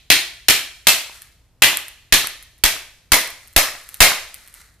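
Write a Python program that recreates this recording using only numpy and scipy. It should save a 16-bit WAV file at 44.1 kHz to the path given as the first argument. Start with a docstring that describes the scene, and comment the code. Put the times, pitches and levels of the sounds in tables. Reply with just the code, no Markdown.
"""A hammer blow is already dying away in a hard, bare room with a low hush and a faint hum.
Then a claw hammer hits a plastic power adapter on the concrete floor again and again: each blow is
a burst of noise, ringing tones for shell, box and floor, echoes, and usually a slow push of air.
Between blows the housing knocks on the floor (short dying tones), a hand shoves it (clumpy noise),
and grit, prongs and chips tick (tiny bright bursts). Peaks that are too loud are cut off flat."""
import sys
import numpy as np
from scipy import signal
from scipy.fft import rfft, irfft, next_fast_len
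from scipy.io import wavfile

SR = 44100
rng = np.random.default_rng(int(sys.argv[2]) if len(sys.argv) > 2 else 0)


def master(y):
    """Save y as 16-bit WAV."""
    cut = np.clip(np.atleast_2d(y).T, -1, 1)
    pcm = np.round(cut * 32767)  # scale
    wavfile.write(sys.argv[1], SR, pcm.astype(np.int16))


N = 211661   # length in samples
TIME = np.arange(N) / SR


def from_db(db):
    """Turn decibels into an amplitude factor."""
    return 10 ** (np.asarray(db) / 20)


def unit_energy(x):
    """Scale to an energy of one in each channel."""
    return x / np.sqrt(np.sum(x ** 2, axis=-1, keepdims=True) + 1e-20)


def at_hz(points, hz):
    """Read a table between its rows, with pitch on a logarithmic axis."""
    table_hz, values = np.array(points).T
    return np.interp(np.log(hz), np.log(table_hz), values)


def dying(t, t60):
    """Envelope that falls 60 dB in t60 seconds."""
    return np.exp(-np.log(1000) * t / t60)


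def filtered(x, hz, kind):
    """Keep one part of the pitch range (second-order Butterworth filter)."""
    sections = signal.butter(2, np.minimum(hz, SR / 2 - 1), kind, fs=SR, output="sos")
    return signal.sosfilt(sections, x)


def add(track, s, sound):
    """Mix a sound into the track, starting at time s; what falls outside is dropped."""
    start = round(s * SR)
    sound = sound[..., max(-start, 0):max(N - start, 0)]
    start = max(start, 0)
    track[..., start:start + sound.shape[-1]] += sound


def resonances(modes, hz):
    """Power spectrum of a set of resonances with steep skirts; mean 1."""
    centre, width, db = np.array(modes).T[:, :, None]
    skirts = (1 + ((hz - centre) / width) ** 2) ** 2
    power = np.sum(from_db(db) ** 2 / skirts, axis=0)
    return power / power.mean()


def coloured(noise, power_at):
    """Shape noise with the power spectrum power_at(Hz)."""
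    length = noise.shape[-1]
    size = next_fast_len(length + SR // 10)
    hz = np.maximum(np.fft.rfftfreq(size, 1 / SR), 1)
    return irfft(rfft(noise, size) * np.sqrt(power_at(hz)), size)[:, :length]


# how alike left and right are in diffuse sound: [f/Hz, correlation]
STEREO_LIKENESS = [(100, 0.92), (600, 0.98), (1200, 0.93), (2400, 0.72), (4500, 0.43), (8000, -0.044),
                   (14000, 0.23)]


def diffuse(gain_at, size):
    """Sound from all around: stereo noise in half-octave bands, each with gain or envelope gain_at(Hz)."""
    edges = 22 * 2 ** np.arange(0, 10, .5)
    white = rng.standard_normal((2, 2, size + SR // 10))   # neighbouring bands use different noise
    out = 0
    for k, (low, high) in enumerate(zip(edges, edges[1:])):
        mid, side = filtered(white[k % 2], [low, high], "band")[:, -size:]
        hz = np.sqrt(low * high)
        alike = np.clip(at_hz(STEREO_LIKENESS, hz), -1, 1)
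        shared = np.sqrt(1 + alike) * mid
        opposed = np.sqrt(1 - alike) * np.array([side, -side])
        out = out + gain_at(hz) * (shared + opposed)
    return out


# how long the room rings, as the time to fall 60 dB: [f/Hz, t/s]
REVERB_TIMES = [(100, 0.25), (500, 0.41), (2000, .43), (5000, 0.38), (9000, 0.34), (14000, 0.29)]
# weak, longer ring of the far part of the room: [f/Hz, level/dB]
FAR_RING = [(100, -35), (500, -21.5), (1400, -21), (2100, -17.5), (2900, -21), (4200, -16.5), (5300, -21),
            (7500, -19), (14000, -27.5)]


def room(power_at, build_s=0.012, far_t60=0.8):
    """Countless echoes merge into a noisy wash with the blow's colour, fading at a rate set by pitch."""
    t = TIME[:SR]

    def fading(hz):
        """Near and far ring of one band together."""
        near = dying(t, at_hz(REVERB_TIMES, hz))
        far = from_db(at_hz(FAR_RING, hz)) * dying(t, far_t60)
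        return np.hypot(near, far)

    wash = unit_energy(diffuse(fading, SR))
    build_up = 1 - np.exp(-(t / build_s) ** 2)   # echoes take a moment to pile up
    return coloured(wash, power_at) * build_up


def crush(power_at, length_s):
    """Plastic gives way under the hammer face: a dense burst of a few milliseconds."""
    t = TIME[:SR // 20]
    burst = unit_energy(diffuse(lambda hz: 1, len(t))) * np.sqrt(len(t))
    return coloured(burst, power_at) * unit_energy(np.exp(-(t / length_s) ** 2))


def struck(modes, t, spread_db=2):
    """Resonances ring as dying tones; chance varies their strengths from hit to hit. Energy 1."""
    hz, width, db = np.array(modes).T[:, :, None]
    strength, sign = rng.standard_normal((2, len(modes), 1))
    rings = unit_energy(np.sin(2 * np.pi * hz * t) * np.exp(-np.pi * width * t))
    gains = np.sign(sign) * from_db(db + spread_db * strength)
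    return unit_energy(np.sum(gains * rings, axis=0))


def favoured(modes, spot_hz, lead_db, tilt_db, chance_db=0.9):
    """The spot that is hit feeds the wall resonances near one pitch and its octaves most."""
    hz, width, db = np.transpose(modes)
    octaves = np.log2(hz / spot_hz)
    lead = lead_db * np.cos(2 * np.pi * octaves)
    chance = chance_db * rng.standard_normal(len(hz))
    return np.transpose([hz, width, db + lead + tilt_db * octaves + chance])


def fracture_ripple(size=2000, ripple_db=1.92, spacing_hz=109.7):
    """Every fracture has its own chance peaks and dips in pitch, as a function Hz -> dB."""
    bumps = rng.standard_normal(size)
    return lambda hz: ripple_db * np.interp(hz / spacing_hz, np.arange(size), bumps)


# resonances of the plastic walls: [f/Hz, width/Hz, level/dB]
WALL_MODES = [(1770, 240, -2.5), (2008, 180, 0), (2376, 310, 0), (2617, 28, 1.5), (2830, 150, -2.5),
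              (3168, 200, 0.5), (3540, 90, -7), (3685, 620, -0.5), (4138, 110, 0), (4470, 310, -4),
              (5030, 290, -12)]
# resonances of the whole hollow box, damped by the hand: [f/Hz, width/Hz, level/dB]
BOX_MODES = [(660, 150, 2), (825, 24, 1), (1010, 120, -2), (1180, 230, -1), (1380, 490, -6.5)]
# low resonances of the box pressed on the floor: [f/Hz, width/Hz, level/dB]
FLOOR_MODES = [(101, 39, 2), (215, 41, -3.5), (286, 7.9, 5), (360, 87, -1)]
# colour of the crack: [f/Hz, level/dB]
CRACK_SPECTRUM = [(100, -15), (320, -21), (510, -11.5), (650, -6.5), (1300, -6), (2500, -6.5), (5400, 1.5),
                  (8500, 0), (11000, 0), (14000, 1)]
# first echoes from the nearest walls: [delay t/s, level/dB, treble cut f/Hz]
FIRST_ECHOES = [(0.0065, -18.5, 7000), (0.0102, -13.5, 4530), (0.0147, -7.5, 14000), (0.0224, -8, 8890)]
BOX_BELOW_CRACK_DB = 21   # at a spot of hollowness zero
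# a hollow spot passes more of the blow to the floor (dB per dB)
THUD_BELOW_SHELL_DB, THUD_PER_HOLLOW = 19.5, 0.29
# treble tilt (dB per octave); a hollow spot rings duller (dB per octave per dB)
SHELL_TILT_DB, DULLING_PER_HOLLOW = 0.1, 0.59
SPOT_LEAD_DB = 2.03   # lead of the favoured wall resonances


def blow(crack_db, shell_db, hollow_db, spot_hz,
         crush_db=4.0, crush_s=0.0049, echo_s=0.0031, ring_db=-2.5, room_db=0.41):
    """One blow: the crush, the ring of walls, box and floor, and the room's answer."""
    tilt_db = SHELL_TILT_DB - DULLING_PER_HOLLOW * hollow_db
    walls = favoured(WALL_MODES, spot_hz, SPOT_LEAD_DB, tilt_db)
    box_db = crack_db - BOX_BELOW_CRACK_DB + hollow_db
    thud_db = shell_db - THUD_BELOW_SHELL_DB + THUD_PER_HOLLOW * hollow_db
    parts = [(walls, shell_db), (BOX_MODES, box_db), (FLOOR_MODES, thud_db)]
    ripple_at = fracture_ripple()

    def power_at(hz):
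        """Spectrum of the whole blow."""
        crack = from_db(crack_db + at_hz(CRACK_SPECTRUM, hz)) ** 2
        housing = sum(from_db(db) ** 2 * resonances(modes, hz) for modes, db in parts)
        return (crack + housing) * from_db(ripple_at(hz)) ** 2

    ring = sum(from_db(db) * struck(modes, TIME[:SR // 10]) for modes, db in parts)
    sound = from_db(room_db) * room(power_at)
    add(sound, 0, from_db(crush_db) * crush(power_at, crush_s))
    add(sound, 0, from_db(ring_db) * ring)
    for delay_s, db, cut_hz in FIRST_ECHOES:   # cluttered walls scatter the burst: fresh noise each time
        echo = filtered(crush(power_at, echo_s), cut_hz, "low")
        add(sound, delay_s, from_db(db) * echo)
    return sound


# hammer blows, the first one already dying away; the levels and pushes are relative:
# [t/s, crack level/dB, shell level/dB, hollowness of the spot/dB, favoured wall f/Hz, signed air push]
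HAMMER_BLOWS = [(-0.33, 18, 16.5, -4, 2700, 0), (0.1012, 22, 21, -2.5, 2430, -0.16),
                (0.484, 22.5, 19.5, -1.5, 2700, -0.2), (0.8695, 24, 18.5, -4.5, 2560, -0.082),
                (1.6208, 23, 21.5, 3.5, 2810, -0.09), (2.124, 22.5, 19.5, 0, 1890, 0.56),
                (2.6376, 20, 15, 2.5, 2070, -0.51), (3.1189, 23, 17.5, 7, 2230, -0.49),
                (3.5627, 22.5, 15, 8.5, 2210, -0.9), (4.0041, 28, 22.5, 7.5, 2650, -1.3)]


def hammer():
    """The hammer strikes the adapter: all blows in turn, overlapping as they ring out."""
    out = np.zeros((2, N))
    for s, crack_db, shell_db, hollow_db, spot_hz, _ in HAMMER_BLOWS:
        add(out, s, blow(crack_db, shell_db, hollow_db, spot_hz))
    return out


# colour of the hush, relative: [f/Hz, level/dB per Hz]
HUSH_SPECTRUM = [(25, -1), (58, -1), (85, -5), (118, -5), (180, -16.5), (300, -20.5), (700, -24.5),
                 (2000, -32), (14000, -39)]
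# faint hum in the room: [f/Hz, rms level/dB]
HUM_TONES = [(57, -63), (118, -76)]


def steady(spectrum):
    """Unchanging stereo noise of a given colour, rms 1."""
    return np.sqrt(N) * unit_energy(diffuse(lambda hz: from_db(at_hz(spectrum, hz)), N))


def room_tone(hush_db=-58):
    """The quiet room: low noise for the hush and steady sine tones for the hum."""
    hum = sum(from_db(db) * np.sqrt(2) * np.sin(2 * np.pi * hz * TIME) for hz, db in HUM_TONES)
    return from_db(hush_db) * steady(HUSH_SPECTRUM) + hum


def air_puffs(width_s=0.013, low_hz=3.0, gain_db=-10.5, right_db=2.2, left_lag_s=0.0015):
    """Blows shove air past the microphone's two ports: one slow half wave, then a slow settling."""
    out = np.zeros((2, N))
    hump = np.sin(np.pi * np.minimum(TIME[:SR // 20] / width_s, 1))
    for s, *_, push in HAMMER_BLOWS:
        add(out[0], s + left_lag_s, push * hump)
        add(out[1], s, from_db(right_db) * push * hump)
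    leak = signal.butter(1, low_hz, "high", fs=SR, output="sos")
    return from_db(gain_db) * signal.sosfilt(np.vstack([leak, leak]), out)


# the housing drops back on the floor: [t/s, energy level/dB, f/Hz]
HOUSING_KNOCKS = [(1.097, -17, 1000), (1.731, -6, 1000), (2.245, -3, 1250), (2.7645, -12, 1300),
                  (3.686, -5, 1900), (3.752, -9.5, 1900), (4.119, 2, 1600)]


def knocks():
    """Dull taps of the hand-damped box: one tone each that dies within milliseconds."""
    out, t = np.zeros((2, N)), TIME[:SR // 20]
    damped = dying(t, .008)
    for s, db, hz in HOUSING_KNOCKS:
        tap = unit_energy(np.sin(2 * np.pi * hz * t) * damped)
        add(out, s, from_db(db) * tap)
    return out


# the hand shoves the housing over the concrete: [start t/s, length t/s, level/dB]
HAND_SHOVES = [(1.1, 0.069, -48), (3.39, 0.044, -53), (3.751, 0.24, -48.5), (4.333, 0.17, -54.5),
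               (4.525, 0.096, -51.5)]


def shoving(attack_s=0.023, release_t60_s=0.55):
    """Strength of the rubbing: each shove sets in, holds and dies away."""
    strength = 0
    for start, length, db in HAND_SHOVES:
        onset = np.clip((TIME - start) / attack_s, 0, 1)
        release = dying(np.maximum(TIME - start - length, 0), release_t60_s)
        strength = strength + from_db(db) * onset * release
    return strength


# resonances that rubbing wakes in the housing, and a broad hiss of grit: [f/Hz, width/Hz, level/dB]
RUB_MODES = [(1320, 230, -0.5), (1950, 400, 2), (4150, 430, -2.5), (8000, 6300, -5)]


def sliding(grains_per_s=5000, size_db=0.5, stick_db=2.1, stick_s=0.0093):
    """Plastic rubs over the floor: grains of grit catch in uneven clumps and excite the housing."""
    caught = rng.random(N) < grains_per_s / SR
    sizes = from_db(size_db * np.minimum(rng.exponential(1, N), 4))
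    kicks = rng.standard_normal(N) + rng.standard_normal((2, N)) / 2   # shared part + own part per side
    grains = caught * sizes * kicks
    rub = np.sqrt(N) * unit_energy(coloured(grains, lambda hz: resonances(RUB_MODES, hz)))
    stick = np.interp(TIME / stick_s, np.arange(N), rng.standard_normal(N))   # random catch and slip
    return shoving() * from_db(stick_db * stick) * rub


def crumbs(count=12, per_s=28, crumb_db=24, spread_db=0.5):
    """Grit snaps at random during a shove, crumb_db above its level: list of (s, energy dB)."""
    snaps = []
    for start, length, db in HAND_SHOVES:
        after = np.cumsum(rng.exponential(1, count)) / per_s
        sizes = db + crumb_db + spread_db * rng.standard_normal(count)
        snaps += [(start + s, size) for s, size in zip(after, sizes) if s < length]
    return snaps


# a prong or chip drops on the floor: [t/s, energy level/dB before the dull click is added]
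DROPPED_BITS = [(1.2196, -12), (1.7713, 8), (1.8825, -8), (2.2712, 3), (2.426, -16.5), (2.58, -31),
                (3.2746, -9), (3.303, -11), (3.4743, -20), (3.529, -25), (3.89, -10.5), (3.943, -5.5),
                (4.343, -7.5), (4.4757, -20), (4.541, -14.5)]


def drops(bounce_s=0.0067, bounce_db=-17.5, follows=0.2):
    """Each prong or chip bounces once, never harder than it fell: list of (s, energy dB)."""
    # the bounce follows the drop only weakly (dB per dB)
    bounces = [(s + bounce_s, min(db, bounce_db + follows * db)) for s, db in DROPPED_BITS]
    return DROPPED_BITS + bounces


def ticks(contacts, bright_hz=(8000, 14000), dull_hz=(1500, 6000), dull_db=-8):
    """Hard little contacts: a glassy snap with a weaker click of the plastic under it."""
    out, t = np.zeros((2, N)), TIME[:SR // 20]
    contact = dying(t, .0065)
    for s, db in contacts:
        common, left, right = rng.standard_normal((3, len(t))) * contact
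        snap = common + np.array([left, right]) / 2
        bright = unit_energy(filtered(snap, bright_hz, "band"))
        dull = unit_energy(filtered(snap, dull_hz, "band"))
        add(out, s, from_db(db) * (bright + from_db(dull_db) * dull))
    return out


def scene(contact_room_db=-10.5, rub_room_db=-6.0):
    """Blows, air, small contacts and rubbing over the room tone; contacts and rubbing echo too."""
    work = hammer() + room_tone() + air_puffs()
    rub = sliding()
    contacts = knocks() + ticks(crumbs()) + ticks(drops())
    sent = from_db(contact_room_db) * contacts + from_db(rub_room_db) * rub
    reverberation = room(np.ones_like)   # the room's answer, without any blow's colour
    echoed = signal.fftconvolve(sent, reverberation, axes=1)[:, :N]
    return work + contacts + rub + echoed


def record(dry, top=0.83, cutoff_hz=14250):
    """The microphone input overloads: peaks beyond top are cut flat, then the highest treble is removed."""
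    steep = signal.ellip(12, .1, 70, cutoff_hz, fs=SR, output="sos")
    return signal.sosfilt(steep, np.clip(dry, -top, top))


dry = scene()
out = record(dry)
master(out)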